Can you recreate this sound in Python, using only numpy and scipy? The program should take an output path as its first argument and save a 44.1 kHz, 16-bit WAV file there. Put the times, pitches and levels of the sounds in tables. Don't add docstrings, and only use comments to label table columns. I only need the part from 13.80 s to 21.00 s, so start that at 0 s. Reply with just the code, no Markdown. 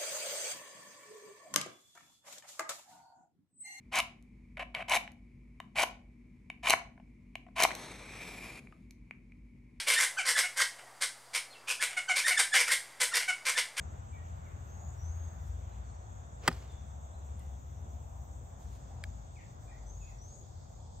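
import sys
import numpy as np
from scipy import signal
from scipy.fft import rfft, irfft
from scipy.io import wavfile
from scipy.ndimage import uniform_filter1d

SR = 44100
rng = np.random.default_rng(int(sys.argv[2]) if len(sys.argv) > 2 else 0)


def pcm_store(signal):
    levels = np.round(np.clip(np.atleast_2d(signal), -1, 1) * 32767)
    wavfile.write(sys.argv[1], SR, levels.astype(np.int16).T)


N = 317520


def undb(db):
    return 10 ** (np.asarray(db) / 20)


def level(x, db):
    return x * undb(db) / np.sqrt(np.mean(x ** 2))


def curve(rows):
    time_s, *columns = np.transpose(rows)
    return [np.interp(np.arange(N) / SR, time_s, column) for column in columns]


def coloured(points, size):
    point_hz, point_db = np.transpose(points)
    freq_hz = np.maximum(np.fft.rfftfreq(size, 1 / SR), 1)
    gain = undb(np.interp(np.log(freq_hz), np.log(point_hz), point_db))
    white = rng.standard_normal(size)
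    return level(irfft(rfft(white) * gain, size), 0)


def walk(rate):
    hold = int(SR / rate)
    steps = np.repeat(rng.standard_normal(N // hold + 1), hold)
    return 1.253 * uniform_filter1d(uniform_filter1d(steps, hold), hold)[:N]


def bands(points, low_hz, steps, swell_db, flicker_db, rate):
    spectrum, out = rfft(coloured(points, N)), 0
    place = steps * np.log2(np.maximum(np.fft.rfftfreq(N, 1 / SR), low_hz) / low_hz)
    for k in range(11):
        crossfade = np.cos(np.pi / 2 * np.clip(place - k, -1, 1)) ** 2
        band = irfft(spectrum * crossfade, N)
        out = out + band * undb(swell_db(low_hz * 2 ** (k / steps)) + flicker_db * walk(rate))
    return out


def add(out, x, start_s):
    i = int(start_s * SR)
    out[..., i:i + x.shape[-1]] += x[..., :N - i]


def stereo(mid, side):
    return np.array([mid + side, mid - side])


# freq_hz, width_db
PORT_WIDTH = [(3000, 0.5), (8000, -5), (13000, -7), (14200, -31)]
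PORT_LAG_S = 4.5e-5


def ports(x):
    freq_hz = np.fft.rfftfreq(N, 1 / SR)
    turn = np.pi * freq_hz * PORT_LAG_S
    width = undb(np.interp(freq_hz, *np.transpose(PORT_WIDTH)))
    spectrum = rfft(x)
    mid = irfft(spectrum * np.cos(turn), N)
    side = irfft(spectrum * np.sin(turn) * width * -1j, N)
    return stereo(mid, side)


# freq_hz, density_db
CRACK_COLOUR = [(200, -13), (800, 2), (2500, -1), (5000, -1.5), (6600, -8.5), (8500, 5.5), (11500, -1.5),
                (13500, -4), (15500, -4.5), (16400, -13.5)]
CRACK_T60_S = 0.016


def struck(blows, modes):
    out, t = np.zeros(N), np.arange(SR // 4) / SR
    pitch_hz, mode_db, t60_s = np.transpose(modes)[:, :, None]
    rings = undb(mode_db - 60 * t / t60_s) * np.sin(2 * np.pi * pitch_hz * t)
    signs = -(-1) ** np.arange(len(modes))
    for start_s, ring_db, push_ms, crack_db in blows:
        push = np.hanning(int(push_ms * SR / 1000) + 3)
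        shares = undb(1.2 * rng.standard_normal(len(modes))) * signs
        ring = np.convolve(shares @ rings, push / push.sum())[:len(t)]
        crack = undb(crack_db - 60 * t / CRACK_T60_S) * coloured(CRACK_COLOUR, len(t))
        add(out, undb(ring_db) * ring + crack, start_s)
    return out


# start_s, ring_db, push_ms, crack_db
BLOWS = [(2.6755, -36, .4, -40), (2.6777, -16, .15, -21), (2.6796, -23, .1, -23), (2.6826, -20, .2, -26),
         (2.6844, -25, .3, -30), (2.686, -27, .4, -33)]
# start_s, ring_db, push_ms, crack_db
DIVOT = [(2.714, -41, .25, -48)]
# pitch_hz, level_db, t60_s
CLUB_MODES = [(589, -16.5, 0.02), (769, -3, 0.051), (932, -6, 0.025), (1250, -2, 0.024),
              (1532, -2.5, 0.0215), (1827, 0, 0.0238), (1963, 2.5, 0.011), (2490, -8.5, 0.025),
              (3150, -6.5, 0.022), (4000, -8, .016), (4730, -6, 0.023), (5096, -6, 0.021), (7920, 9, 0.011)]


def club_strike():
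    return struck([*BLOWS, *DIVOT], CLUB_MODES)


# start_s, ring_db, push_ms, crack_db
THUMP = [(2.6815, -22.5, 1.3, -65)]
# pitch_hz, level_db, t60_s
GROUND_MODES = [(111.4, -10.5, 0.068), (166.4, -3, 0.083), (244.6, -5.5, 0.081), (379.4, -2.5, 0.049),
                (518.5, -11, 0.061)]


def turf_thump():
    return struck(THUMP, GROUND_MODES)


# freq_hz, density_db
SWISH_COLOUR = [(150, -5), (500, 1), (1500, -8), (3000, -10.5), (9000, -19), (11000, -24), (13500, -20.5),
                (16400, -30)]
SWISH_DB, SWISH_RISE_S = -47.5, 0.045
BURST_DB, BURST_FALL_S, RAIN_DB, RAIN_S = -49, 0.042, -59.5, 0.26


def swish():
    t = np.arange(N) / SR - BLOWS[1][0]
    after = np.maximum(t, 0)
    before = undb(SWISH_DB + walk(150)) * np.exp(-(t / SWISH_RISE_S) ** 2)
    burst = undb(BURST_DB) * np.exp(-after / BURST_FALL_S)
    rain = undb(RAIN_DB) * np.exp(-(after / RAIN_S) ** 2)
    shape = np.where(t < 0, before, (burst + rain) * undb(2 * walk(220)))
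    near = ports(shape * coloured(SWISH_COLOUR, N))
    spread = undb(-7.5) * shape * coloured(SWISH_COLOUR, N)
    return near + stereo(0, spread)


# start_s, ring_db, push_ms, crack_db
SLAP = [(5.2389, -34, .05, -42)]
# pitch_hz, level_db, t60_s
SHAFT_MODES = [(1660, 2, .012), (2300, 0, .012), (3250, -6, .011), (4880, -2, .009), (6600, -9, .006),
               (8150, 2, .007)]


def shaft_slap():
    high_pass = signal.butter(3, 1234, "high", fs=SR, output="sos")
    return signal.sosfilt(high_pass, struck(SLAP, SHAFT_MODES))


# start_s, pitch_hz, level_db, t60_s
TICKS = [(2.7273, 4950, -41, .011), (2.727, 8500, -43, .007), (2.727, 11000, -48, .005),
         (2.727, 13500, -50, .005), (2.921, 8580, -54, 0.014), (3.5947, 9005, -43, .012),
         (3.5947, 13000, -52, .006)]


def ticks():
    out, t = np.zeros(N), np.arange(SR // 20) / SR
    onset = 1 - np.exp(-t / 0.0001)
    for start_s, pitch_hz, level_db, t60_s in TICKS:
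        decay = undb(level_db - 60 * t / t60_s)
        add(out, decay * onset * np.sin(2 * np.pi * pitch_hz * t), start_s)
    return out


# peak_s, rise_s, fall_s, level_db, brightness_db (scales the treble points)
RUSTLES = [(1.675, .035, .04, -74, 4), (2.735, .02, .1, -70, 3), (3.6, .015, .06, -72, 3),
           (4.815, .025, .08, -74, 2), (4.96, .1, .05, -70.5, 0)]
RUSTLE_SIDE_DB = -2.5


def rustles():
    out, lead = np.zeros((2, N)), SR // 5
    t = np.arange(-lead, 2 * lead) / SR
    for peak_s, rise_s, fall_s, level_db, tilt_db in RUSTLES:
        front = [(1000, -32.0), (2000, 3.5), (9000, 2.03 * tilt_db), (10500, -16.0),
                 (11800, -24.5), (13000, 3.17 * tilt_db), (16400, -23.0)]
        across = [(1000, -31.0), (2000, -4.5), (12500, 2.63 * tilt_db), (14000, -37.0)]
        swell = np.exp(np.where(t < 0, -(t / rise_s) ** 2, -t / fall_s))
        shape = swell * undb(level_db + 1.5 * walk(300)[:len(t)])
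        mid = coloured(front, len(t))
        side = undb(RUSTLE_SIDE_DB) * coloured(across, len(t))
        add(out, shape * stereo(mid, side), peak_s + t[0])
    return out


def note(pitch_hz, gain, rough_db):
    flutter, waver = (walk(150)[:len(pitch_hz)] for _ in range(2))
    phase = 2 * np.pi * np.cumsum(pitch_hz + 32 * waver) / SR
    return np.sqrt(2) * gain * undb(rough_db * flutter) * np.sin(phase)


WHISTLE_SAG_HZ_S, WHISTLE_FADE_DB_S = 300, 51.5
WHISTLE_ATTACK_S, WHISTLE_HOLD_S = .035, .12


def whistle(length_s, start_hz, top_hz, rise_s, bend, level_db):
    t = np.arange(int(length_s * SR)) / SR
    climb_hz = (top_hz - start_hz) * np.minimum(t / rise_s, 1) ** bend
    pitch_hz = start_hz + climb_hz - WHISTLE_SAG_HZ_S * np.maximum(t - rise_s, 0)
    pitch_hz = uniform_filter1d(pitch_hz, size=SR // 60, mode="nearest")
    fade_db = WHISTLE_FADE_DB_S * np.maximum(t - WHISTLE_ATTACK_S - WHISTLE_HOLD_S, 0)
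    edge = np.clip(np.minimum(t / WHISTLE_ATTACK_S, (length_s - t) / .011), 0, 1)
    return note(pitch_hz, edge * undb(level_db - fade_db), 4.5)


def chirp(length_s, start_hz, middle_hz, end_hz, level_db):
    u = np.linspace(0, 1, int(length_s * SR))
    bend_hz = middle_hz - (start_hz + end_hz) / 2
    pitch_hz = start_hz + (end_hz - start_hz) * u + 4 * bend_hz * u * (1 - u)
    return note(pitch_hz, undb(level_db) * np.sin(np.pi * u ** .6) ** .7, 4)


# start_s, length_s, start_hz, top_hz, rise_s, bend (under 1 = early), level_db
WHISTLES = [(0.866, 0.25, 6080, 6760, .12, .9, -65), (1.17, 0.4, 5520, 6560, .145, .95, -63),
            (6.048, 0.26, 5980, 6760, .14, 1.05, -65), (6.372, 0.25, 5400, 6700, .15, .65, -63)]
# start_s, length_s, start_hz, middle_hz, end_hz, level_db, echo_db
CHIRPS = [(.322, .05, 2340, 2330, 2310, -64, 2), (.355, .1, 1960, 1890, 1940, -67, -2),
          (.66, .055, 2300, 2050, 1880, -70, 1), (1.915, .03, 4000, 4030, 3980, -78, -4),
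          (2.035, .032, 4350, 4620, 3950, -78, -6), (2.085, .028, 3950, 4350, 4000, -77, -6),
          (2.138, .026, 3950, 4550, 3950, -78, -6), (2.228, .028, 4100, 4250, 4350, -79, -6),
          (2.885, .04, 3750, 3500, 3250, -72, 6), (2.93, .12, 3550, 3480, 3500, -77, 3),
          (3.333, .04, 3900, 4080, 3900, -77, 1), (3.585, .04, 2200, 2050, 1850, -75, 2),
          (3.603, .035, 3000, 2780, 2620, -73, 2), (4.818, .022, 3650, 3700, 3400, -80, -6),
          (4.868, .028, 3650, 4200, 3750, -77, -6), (5.556, .075, 2680, 1980, 1740, -67, 4),
          (5.587, .042, 3080, 2780, 2480, -71, 2), (5.873, .05, 2560, 2170, 1900, -67, 6),
          (5.915, .093, 1900, 1960, 2250, -67, -3), (6.21, .085, 2660, 2500, 2570, -69, 2),
          (6.235, .105, 2420, 2100, 1820, -75, 6)]
TREES_T60_S, WHISTLE_ECHO_DB = .42, -2
TRUNK_ECHO_S, TRUNK_ECHO_DB = 0.052, -8.5


def birds():
    direct, sent = np.zeros(N), np.zeros(N)
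    for start_s, *shape in WHISTLES:
        call = whistle(*shape)
        add(direct, call, start_s)
        add(direct, call * undb(TRUNK_ECHO_DB), start_s + TRUNK_ECHO_S)
        add(sent, call * undb(WHISTLE_ECHO_DB), start_s)
    for start_s, *shape, echo_db in CHIRPS:
        call = chirp(*shape)
        add(direct, call, start_s)
        add(sent, call * undb(echo_db), start_s)
    out, t = direct * np.array([[1], [.7]]), np.arange(SR // 2) / SR
    for crown in range(4):
        envelope = undb(-60 * t / TREES_T60_S) * (1 - np.exp(-t / 0.012))
        tail = rng.standard_normal((2, len(t))) * envelope
        tail /= 2 * np.sqrt(np.sum(tail ** 2, axis=1, keepdims=True))
        stirred = sent[None] * (.5 + .85 * walk(350))
        out = out + signal.fftconvolve(stirred, tail, axes=1)[:, :N]
    return out


# freq_hz, density_db
CHORUS_MID = [(2900, -29), (3300, -6), (3700, -5.5), (4100, -28.5), (5300, -17), (6000, -2), (7000, 1),
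              (8100, -2), (8700, -24), (12200, -66.5), (13000, -12.5), (14800, -8), (15700, -17.5),
              (16000, -44)]
CHORUS_SIDE = [(2900, -26), (3300, -5.5), (3700, -2.5), (4100, -20), (5300, -14), (6000, -2.5),
               (7000, -2.5), (8200, -14), (8700, -25), (9600, -32.5), (10200, -14.5), (13500, -13.5),
               (14000, -48.5)]
# time_s, level_db
HIGH_HISS = [(0, -8.5), (1.62, -1.5), (2.1, -10), (4.4, -3), (5.5, -8.5), (6.3, -5.5), (7.2, -12)]
CHORUS_DB, CRICKETS_DB = -68.5, -0.1
CHORUS_WANDER_DB = 0


def insects_and_high_hiss():
    chorus_db = CHORUS_DB + CHORUS_WANDER_DB * walk(1.6)
    high_hiss_db, cricket_db = curve(HIGH_HISS)[0], CRICKETS_DB + walk(1.7)

    def swell_db(hz):
        return chorus_db + (hz > 9500) * high_hiss_db + (hz < 4500) * cricket_db

    mid, side = (bands(points, 2830, 4, swell_db, 1.8, 36) for points in (CHORUS_MID, CHORUS_SIDE))
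    return stereo(mid, undb(-4.5) * side)


# time_s, level_db
LEAVES = [(0, -89), (1.2, -81), (3.2, -87), (4.7, -86), (5.0, -78.5), (7.2, -74)]
# freq_hz, density_db
LEAF_COLOUR = [(2000, -26), (2600, -12), (4200, 6.5), (5500, 8), (6200, -31.5)]


def leaves():
    gain = undb(curve(LEAVES)[0] + 1.4 * walk(16))
    return gain * np.array([coloured(LEAF_COLOUR, N), coloured(LEAF_COLOUR, N)])


# time_s, level_db
STEADY_ENGINE = [(0.0, -50.5), (1.16, -49), (1.26, -40.5), (2.93, -57), (3.57, -53), (3.69, -65.5),
                 (4.01, -43), (4.91, -60.5), (5.25, -47.5), (5.57, -68), (6.84, -49), (6.94, -68),
                 (7.12, -49), (7.2, -58)]
STEADY_HZ = 84
# time_s, firing_hz, level_db
GLIDING_ENGINE = [(0, 70.3, -50), (.45, 67.66, -50.5), (.8, 67.34, -48), (1.2, 66.14, -54),
                  (1.9, 59.85, -42.5), (2.45, 57.7, -57.5), (2.72, 58, -46), (3.0, 72.9, -49),
                  (3.5, 69.8, -45), (4.2, 66.2, -47), (4.8, 61.34, -49.5), (5.4, 55.36, -50.5),
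                  (5.75, 54.26, -70), (6.0, 52.03, -45.5), (6.36, 50.6, -53.5), (6.6, 51.1, -65),
                  (7.2, 50.6, -57.5)]


def engine(firing_hz, level_db, octave_db):
    phase = 2 * np.pi * np.cumsum(firing_hz + 0.87 * walk(10)) / SR
    gain = np.sqrt(2) * undb(level_db + 2.9 * walk(13))
    octave = undb(octave_db + 4.1 * walk(5.29)) * np.sin(2 * phase)
    return gain * (np.sin(phase) + octave)


def engines():
    steady = engine(STEADY_HZ, *curve(STEADY_ENGINE), -26.0)
    return steady + engine(*curve(GLIDING_ENGINE), -19.0)


# freq_hz, density_db
ROAD_MID = [(15, -67), (25, -34), (44, -11.5), (71, -3.5), (90, -5), (108, -5.5), (132, -10.5),
            (161, -17.5), (188, -19), (293, -28), (430, -30.5), (743, -26), (1200, -37), (2810, -49.5),
            (5000, -63), (6500, -77.5), (11000, -120)]
ROAD_SIDE = [(15, -57.5), (25, -30), (44, -11.5), (71, -6), (108, -7), (129, -8.5), (293, -20), (499, -20),
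             (665, -9.5), (1540, -23.5), (2510, -40.5), (3590, -42), (5000, -54.5), (6500, -68),
             (11000, -120)]
# (tyres above 1.2 kHz, added to the hum)
TRAFFIC = [(0, 1, 3), (.8, 0.24, 4.5), (2.5, -0.8, 2.2), (4.6, -1, -0.5), (4.9, -0.5, 0.5), (6.3, -1.9, -1),
           (7.2, -1.5, -5.5)]
ROAD_MID_DB, ROAD_SIDE_DB = -48.5, -57


def road(points, level_db, flicker_db):
    hum_db, hiss_db = curve(TRAFFIC)

    def swell_db(hz):
        return (hz > 80) * hum_db + (hz > 1200) * hiss_db

    noise = bands(points, low_hz=25, steps=1, swell_db=swell_db, flicker_db=flicker_db, rate=9)
    return undb(level_db) * noise


BASS_PAN_DB = 3


def background():
    drone = engines()
    floor = stereo(road(ROAD_MID, ROAD_MID_DB, 1.72), road(ROAD_SIDE, ROAD_SIDE_DB, 1.3))
    low_pass = signal.butter(1, 250, fs=SR, output="sos")
    bass = signal.sosfilt(low_pass, floor.mean(axis=0)) + drone
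    lean = np.tanh(np.log(undb(BASS_PAN_DB)) / 2)
    return floor + insects_and_high_hiss() + leaves() + drone + stereo(0 * bass, lean * bass)


def scene():
    far = background()
    near = club_strike() + turf_thump() + shaft_slap() + ticks()
    return far + birds() + ports(near) + swish() + rustles()


def record(dry):
    low_pass = signal.ellip(10, .2, 80, 16600, fs=SR, output="sos")
    return signal.sosfilt(low_pass, dry)


dry = scene()
out = record(dry)
pcm_store(out)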